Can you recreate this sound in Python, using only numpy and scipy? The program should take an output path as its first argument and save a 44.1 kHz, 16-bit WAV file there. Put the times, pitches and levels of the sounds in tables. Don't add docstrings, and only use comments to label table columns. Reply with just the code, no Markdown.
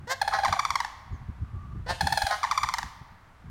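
import sys
import numpy as np
from scipy import signal
from scipy.fft import rfft, irfft
from scipy.io import wavfile
from scipy.ndimage import uniform_filter1d

SR = 44100
rng = np.random.default_rng(int(sys.argv[2]) if len(sys.argv) > 2 else 0)


def unload_audio(sound):
    columns = np.transpose(np.atleast_2d(sound))
    steps = np.round(np.clip(columns, -1, 1) * 32767)
    wavfile.write(sys.argv[1], SR, steps.astype(np.int16))


N = 154350
REBOUND_S, REBOUND_BRIGHT_DB = 0.0083, -0.5


def amp(db):
    return 10 ** (np.asarray(db) / 20)


def unit_rms(x):
    return x / np.sqrt(np.mean(x ** 2) + 1e-20)


def at_hz(points, hz):
    f, value = np.transpose(points)
    return np.interp(np.log(hz + 1), np.log(f + 1), value)


def add(mix, s, sound):
    part = mix[round(s * SR):][:len(sound)]
    part += sound[:len(part)]


def coloured(x, colour):
    gain_db = np.maximum(at_hz(colour, abs(np.fft.fftfreq(4096, 1 / SR))), -100)
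    response = np.exp(signal.hilbert(np.log(amp(gain_db))).conj())
    taps = np.fft.ifft(response).real[:2048]
    return signal.fftconvolve(x, taps)[:len(x)]


def noise(colour):
    gain = amp(at_hz(colour, np.fft.rfftfreq(N, 1 / SR)))
    return unit_rms(irfft(rfft(rng.standard_normal(N)) * gain, N))


def wobble(n, size):
    return unit_rms(uniform_filter1d(rng.standard_normal(SR), size))[:n]


def swell(length, skew, sharpness):
    u = np.arange(0, length, 1 / SR) / length
    return u, abs(np.sin(np.pi * u ** skew)) ** sharpness


def distant_air():
    # frequency in Hz, level in dB.
    colour = [(100, 14), (400, -5), (900, 4), (1500, 2), (2500, -8.5), (4000, -15.5), (8000, -23.5),
              (16000, -32.5)]
    return amp(-55) * noise(colour)


def wind():
    # time in seconds, level in dB.
    breeze = [(0, -56), (.4, -48), (.95, -58), (1.2, -45), (1.9, -45.5), (2.4, -54), (2.8, -48.5),
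              (3.3, -74.5), (3.5, -43.5)]
    # peak time in seconds, level in dB, half length in seconds.
    buffets = [(0.025, -43, 0.036), (0.253, -57, 0.044), (0.505, -34.5, 0.021), (0.715, -44, 0.019),
               (1.133, -31, 0.016), (1.22, -40.5, 0.0076), (1.296, -30.5, 0.009), (1.428, -27.5, 0.013),
               (1.559, -32, 0.021), (1.674, -43, 0.09), (1.78, -35, 0.048), (1.914, -35, 0.025),
               (2.045, -28.5, 0.02), (2.13, -37.5, 0.028), (2.243, -30, 0.006), (2.647, -40, 0.017),
               (2.855, -39.5, 0.017), (3.018, -39.5, 0.0062), (3.116, -47, 0.012), (3.466, -44.5, .025)]
    # frequency in Hz, level in dB.
    colour = [(15, -43), (28, -33.5), (45, 0), (80, 1), (130, -7), (200, -14.5), (300, -25.5), (420, -31.5),
              (600, -61), (1200, -88)]
    t = np.arange(N) / SR
    power = amp(np.interp(t, *np.transpose(breeze))) ** 2
    for s, db, half in buffets:
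        power += amp(db) ** 2 * np.exp(-((t - s) / half) ** 2)
    eddies = noise(colour)
    steady_eddies = eddies / np.sqrt(uniform_filter1d(eddies ** 2, size=1100) + 0.017)
    return np.sqrt(power) * steady_eddies


def far_tone(start_s=1.42, length_s=0.42, hz=1170, width_hz=65, db=-56):
    out = np.zeros(N)
    band = np.exp(-((np.fft.rfftfreq(SR, 1 / SR) - hz) / width_hz) ** 2)
    u, level = swell(length_s, skew=1, sharpness=0.7)
    tone = irfft(rfft(rng.standard_normal(SR)) * band)[:len(u)]
    add(out, start_s, amp(db) * level * unit_rms(tone))
    return out


def small_bird(start_s=1.118, length_s=0.06, from_hz=7100, to_hz=5700, db=-68, waver=0.02):
    out = np.zeros(N)
    u, effort = swell(length_s, skew=0.94, sharpness=0.65)
    hz = (from_hz + (to_hz - from_hz) * u) * (1 + waver * wobble(len(u), size=150))
    add(out, start_s, amp(db) * effort * np.sin(2 * np.pi * np.cumsum(hz) / SR))
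    return out


def meadow(calls, trees_db=-14.5, trees_rise_s=0.0033, grass_t60_s=0.5, grass_rise_s=0.0067):
    # frequency in Hz, seconds to fall by 60 dB.
    trees_t60 = [(300, 2.52), (1000, 1.3357), (2000, 1.35), (4000, 1.07), (8000, 0.72), (15000, 1.83)]
    # frequency in Hz, gain in dB.
    trees_colour = [(300, -6), (800, -3), (1200, -4), (1700, -3), (3400, 0), (5000, -3), (9000, -6),
                    (15000, -6)]
    # frequency in Hz, gain in dB.
    grass_colour = [(300, -8.5), (1000, -2.5), (2000, -4.5), (2800, 13.5), (4300, -2.5), (7000, 9.5),
                    (9200, 6.5), (11500, 11.5), (15500, -8.5)]
    # time in seconds, gain in dB.
    grass_send = [(0, -39), (.3, -2.5), (0.698, -9.5), (1.898, -5.5), (2.15, -4.5), (2.3, -2), (2.5, -5.5),
                  (2.901, -12.5)]
    t = np.arange(2 * SR) / SR
    trees, grass = rng.standard_normal((2, len(t)))
    hz, frame_s, spectra = signal.stft(trees, SR, nperseg=256)
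    decay = amp(-60 * frame_s / at_hz(trees_t60, hz)[:, None])
    trees = signal.istft(spectra * decay, SR, nperseg=256)[1][:len(t)]
    trees = coloured(trees * (1 - np.exp(-t / trees_rise_s)), trees_colour)
    grass = coloured(grass * amp(-60 * t / grass_t60_s) * (1 - np.exp(-t / grass_rise_s)), grass_colour)
    send = amp(np.interp(np.arange(N) / SR, *np.transpose(grass_send)))
    tail = amp(trees_db) * signal.fftconvolve(calls, trees / np.linalg.norm(trees))
    scatter = signal.fftconvolve(calls * send, grass / np.linalg.norm(grass))
    return (tail + scatter)[:N]


def bounce(calls, delay_s=0.032):
    # frequency in Hz, gain in dB.
    colour = [(400, -15.5), (800, 9), (1100, -13.5), (2000, 6), (4000, 0), (15000, -42)]
    out = np.zeros(N)
    add(out, delay_s, amp(-20) * coloured(calls, colour))
    return out


def syrinx(hz, tilt_db):
    k = np.arange(1, int(SR / 2 / hz.max()))[:, None]
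    harmonics = np.cos(2 * np.pi * k * np.cumsum(hz) / SR)
    return -(amp(tilt_db * np.log2(k)) * harmonics).sum(0)


def windpipe(x, spread_s=0.003, depth_rad=0.97):
    hz = np.fft.rfftfreq(SR, 1 / SR)
    lag = depth_rad * sum(np.sin(2 * np.pi * hz * spread_s / k) for k in (1, 2.3, 3.7))
    return irfft(rfft(x, SR) * np.exp(-1j * lag))[:len(x)]


def opening_notes(attack_s=0.005, opening_effort=0.59, jitter=0.014, dulling_db=-7):
    # start and length in seconds, level in dB, first and last pitch
    # in Hz, subharmonics 0-1, rasp 0-1, brightness in dB per octave, skew of the swell.
    low_notes = [(.072, 0.079, -27.5, 462, 547, 0.42, 0.38, 2, 1.31),
                 (1.862, 0.0803, -28.5, 480.1, 542.4, 0.68, 0.32, 3.5, 1.17)]
    high_notes = [(.308, 0.078, -28.5, 209.7, 212.9, 0.16, 0.21, 0, 1.18),
                  (2.285, 0.086, -28.5, 206.9, 210.9, 0.18, 0.45, 0.012, 1.03)]
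    # frequency in Hz, gain in dB.
    low_colours = [
        [(250, -31.5), (500, -7), (750, -1.5), (1050, -4), (1300, -14), (1600, -3), (2080, -8.5), (2350, -25),
         (3200, -18), (4700, -16), (7000, -22.5), (11000, -38), (13500, -34), (15500, -43)],
        [(250, -14), (500, 0), (750, 11.5), (1050, -2), (1300, -6), (1800, 1.5), (2100, -13), (2400, -15.5),
         (3400, -16.5), (4400, -11.5), (7300, -32), (9200, -29.5), (10500, -43.5), (15500, -45)],
    ]
    # frequency in Hz, gain in dB.
    high_colour = [(250, -30), (450, -12), (620, 2.5), (830, 6), (1050, 10), (1280, 9.5), (1500, 9.5),
                   (1900, 8.5), (2150, -0.5), (2500, -25.5), (2900, -21), (3400, -12), (4500, -4),
                   (6200, -10.5), (8000, -35.5), (15500, -34)]
    out = np.zeros(N)
    for note, colour in zip(low_notes + high_notes, low_colours + [high_colour] * 2):
        s, length, db, from_hz, to_hz, split, rasp, bright_db, skew = note
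        u, effort = swell(length, skew, sharpness=0.8)
        attack = np.minimum(u * length / attack_s, 1)
        effort = np.maximum(effort, opening_effort * attack * (1 - u))
        glide_hz = from_hz + (to_hz - from_hz) * np.sin(np.pi / 2 * u)
        hz = glide_hz * (1 + jitter * effort * wobble(len(u), size=80))
        phase = 2 * np.pi * np.cumsum(hz) / SR
        voice = unit_rms(syrinx(hz, bright_db + dulling_db * (1 - effort)))
        subharmonics = 2 * split * effort ** 2 * np.cos(phase / 3)
        breath = rasp * effort ** 2 * wobble(len(u), size=1) * (1 + np.cos(phase))
        hoarse = voice * (1 + subharmonics) + breath
        call = windpipe(coloured(hoarse * effort, colour))
        add(out, s, amp(db) * unit_rms(call) * np.sqrt(np.mean(effort ** 2)))
    return out


def beat(length, db, hz, bright_db, sag, jitter=0.025, shimmer=0.15, rasp=0.12, dulling_db=-2.5):
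    u, effort = swell(length, skew=0.58, sharpness=1.5)
    pitch = hz * (1 - sag * (2 * u - 0.6) ** 2 + jitter * wobble(len(u), size=40))
    strength = 1 + shimmer * wobble(len(u), size=30) + rasp * wobble(len(u), size=2)
    return amp(db) * effort * strength * syrinx(pitch, bright_db + dulling_db * (1 - effort))


def low_rattle(beat_s=0.01386, sag=0.13, delay_s=0.012, rebound_db=-10.5, rebound_pitch=0.88):
    # start in seconds, level in dB, pitch in Hz,
    # brightness in dB per octave.
    beats = [(0.2137, -20.5, 859.6, 0.5), (0.2757, -22, 858.5, -0.5), (.3345, -21.5, 837, -2),
             (.3855, -23, 820, -2), (.4328, -22, 835, -2.5), (.4795, -27, 807, -1.5),
             (.5235, -26.5, 834, -0.5), (.5630, -32.5, 768, -3.5), (2.007, -22.5, 867.5, 1.5),
             (2.0680, -23.5, 859.5, 1.1), (2.1226, -22, 886, 1.5), (2.1725, -23, 857.4, 1.94),
             (2.2174, -23, 847, 1.1), (2.2645, -26, 825, 1.5), (2.3075, -27.5, 746, 0)]
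    # frequency in Hz, gain in dB.
    throat = [(250, -53), (500, 1.5), (680, 7.5), (820, 4.5), (1200, 0.5), (1700, -0.5), (2000, 1),
              (2600, -19.5), (3400, -11.5), (4300, -5.5), (5200, -13.5), (6400, -20), (7700, -28.5),
              (9200, -18.5), (10800, -34), (15500, -28.5)]
    out = np.zeros(N)
    for s, db, hz, bright_db in beats:
        add(out, s, beat(beat_s, db, hz, bright_db, sag))
        add(out, s + delay_s, beat(REBOUND_S, db + rebound_db, hz * rebound_pitch, REBOUND_BRIGHT_DB, sag))
    return coloured(out, throat)


def high_rattle(sag=0.08, rebound_pitch=0.89, second_fade_db=-5.5):
    # start in seconds, level in dB, pitch in Hz, brightness in dB per
    # octave, length in seconds, rebound spacing in seconds, level step per rebound in dB.
    beats = [(0.323, -23, 1260, -17, 0.0069, 0.00447, 0), (0.4478, -16.5, 1171, 3, 0.0077, 0.0063, 1),
             (0.5246, -15, 1167, 1.5, .012, 0.01, -5.5), (0.5905, -15.5, 1165, 1.5, 0.015, 0.0053, -3.5),
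             (0.6503, -12.5, 1171, 1.9, 0.0063, .006, -10), (0.7039, -14.5, 1144, 2.5, 0.0067, .006, -10),
             (0.7545, -15.5, 1093, 2.5, 0.0088, .005, -9), (0.802, -19, 996, 3, 0.0074, .005, -6),
             (0.8467, -21.5, 900, 1, 0.007, .006, -41), (2.4303, -17.5, 1185, 1.5, 0.0099, 0.0083, 2),
             (2.5106, -16, 1179, 2.5, 0.01, 0.0075, -1), (2.575, -15, 1194, 2.5, 0.011, 0.0054, -4),
             (2.6311, -15.5, 1167, 2.5, 0.0093, 0.0064, -2.5),
             (2.6877, -15.5, 1172, 2.6, 0.0043, 0.0056, -7), (2.7373, -20.5, 1082, 5, 0.0091, .005, -2.5),
             (2.783, -21.5, 986, 4.5, .009, .005, -5), (2.8285, -26, 879, 2.5, 0.0057, .005, -19)]
    # frequency in Hz, gain in dB.
    throat = [(300, -42), (600, -11.5), (850, 0.5), (1100, -1), (1500, -0.5), (2100, -9.5), (2800, -26),
              (3500, -19), (4600, -18), (5700, -20), (7000, -30), (8200, -35), (9500, -37), (11000, -44.5),
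              (15500, -46)]
    out = np.zeros(N)
    for s, db, hz, bright_db, length, delay, rebound_db in beats:
        add(out, s, beat(length, db, hz, bright_db, sag))
        for k in (1, 2):
            level_db = db + k * rebound_db + (k - 1) * second_fade_db
            rebound = beat(REBOUND_S, level_db, hz * rebound_pitch ** k, REBOUND_BRIGHT_DB, sag)
            add(out, s + k * delay, rebound)
    return coloured(out, throat)


def scene():
    calls = low_rattle() + high_rattle() + opening_notes() + small_bird()
    return (calls + bounce(calls) + meadow(calls) + far_tone() + wind() + distant_air())[None]


def record(dry):
    lowpass = signal.firwin(511, 16100, window=("kaiser", 9), fs=SR)
    return signal.oaconvolve(dry, lowpass[None], "same")


dry = scene()
out = record(dry)
unload_audio(out)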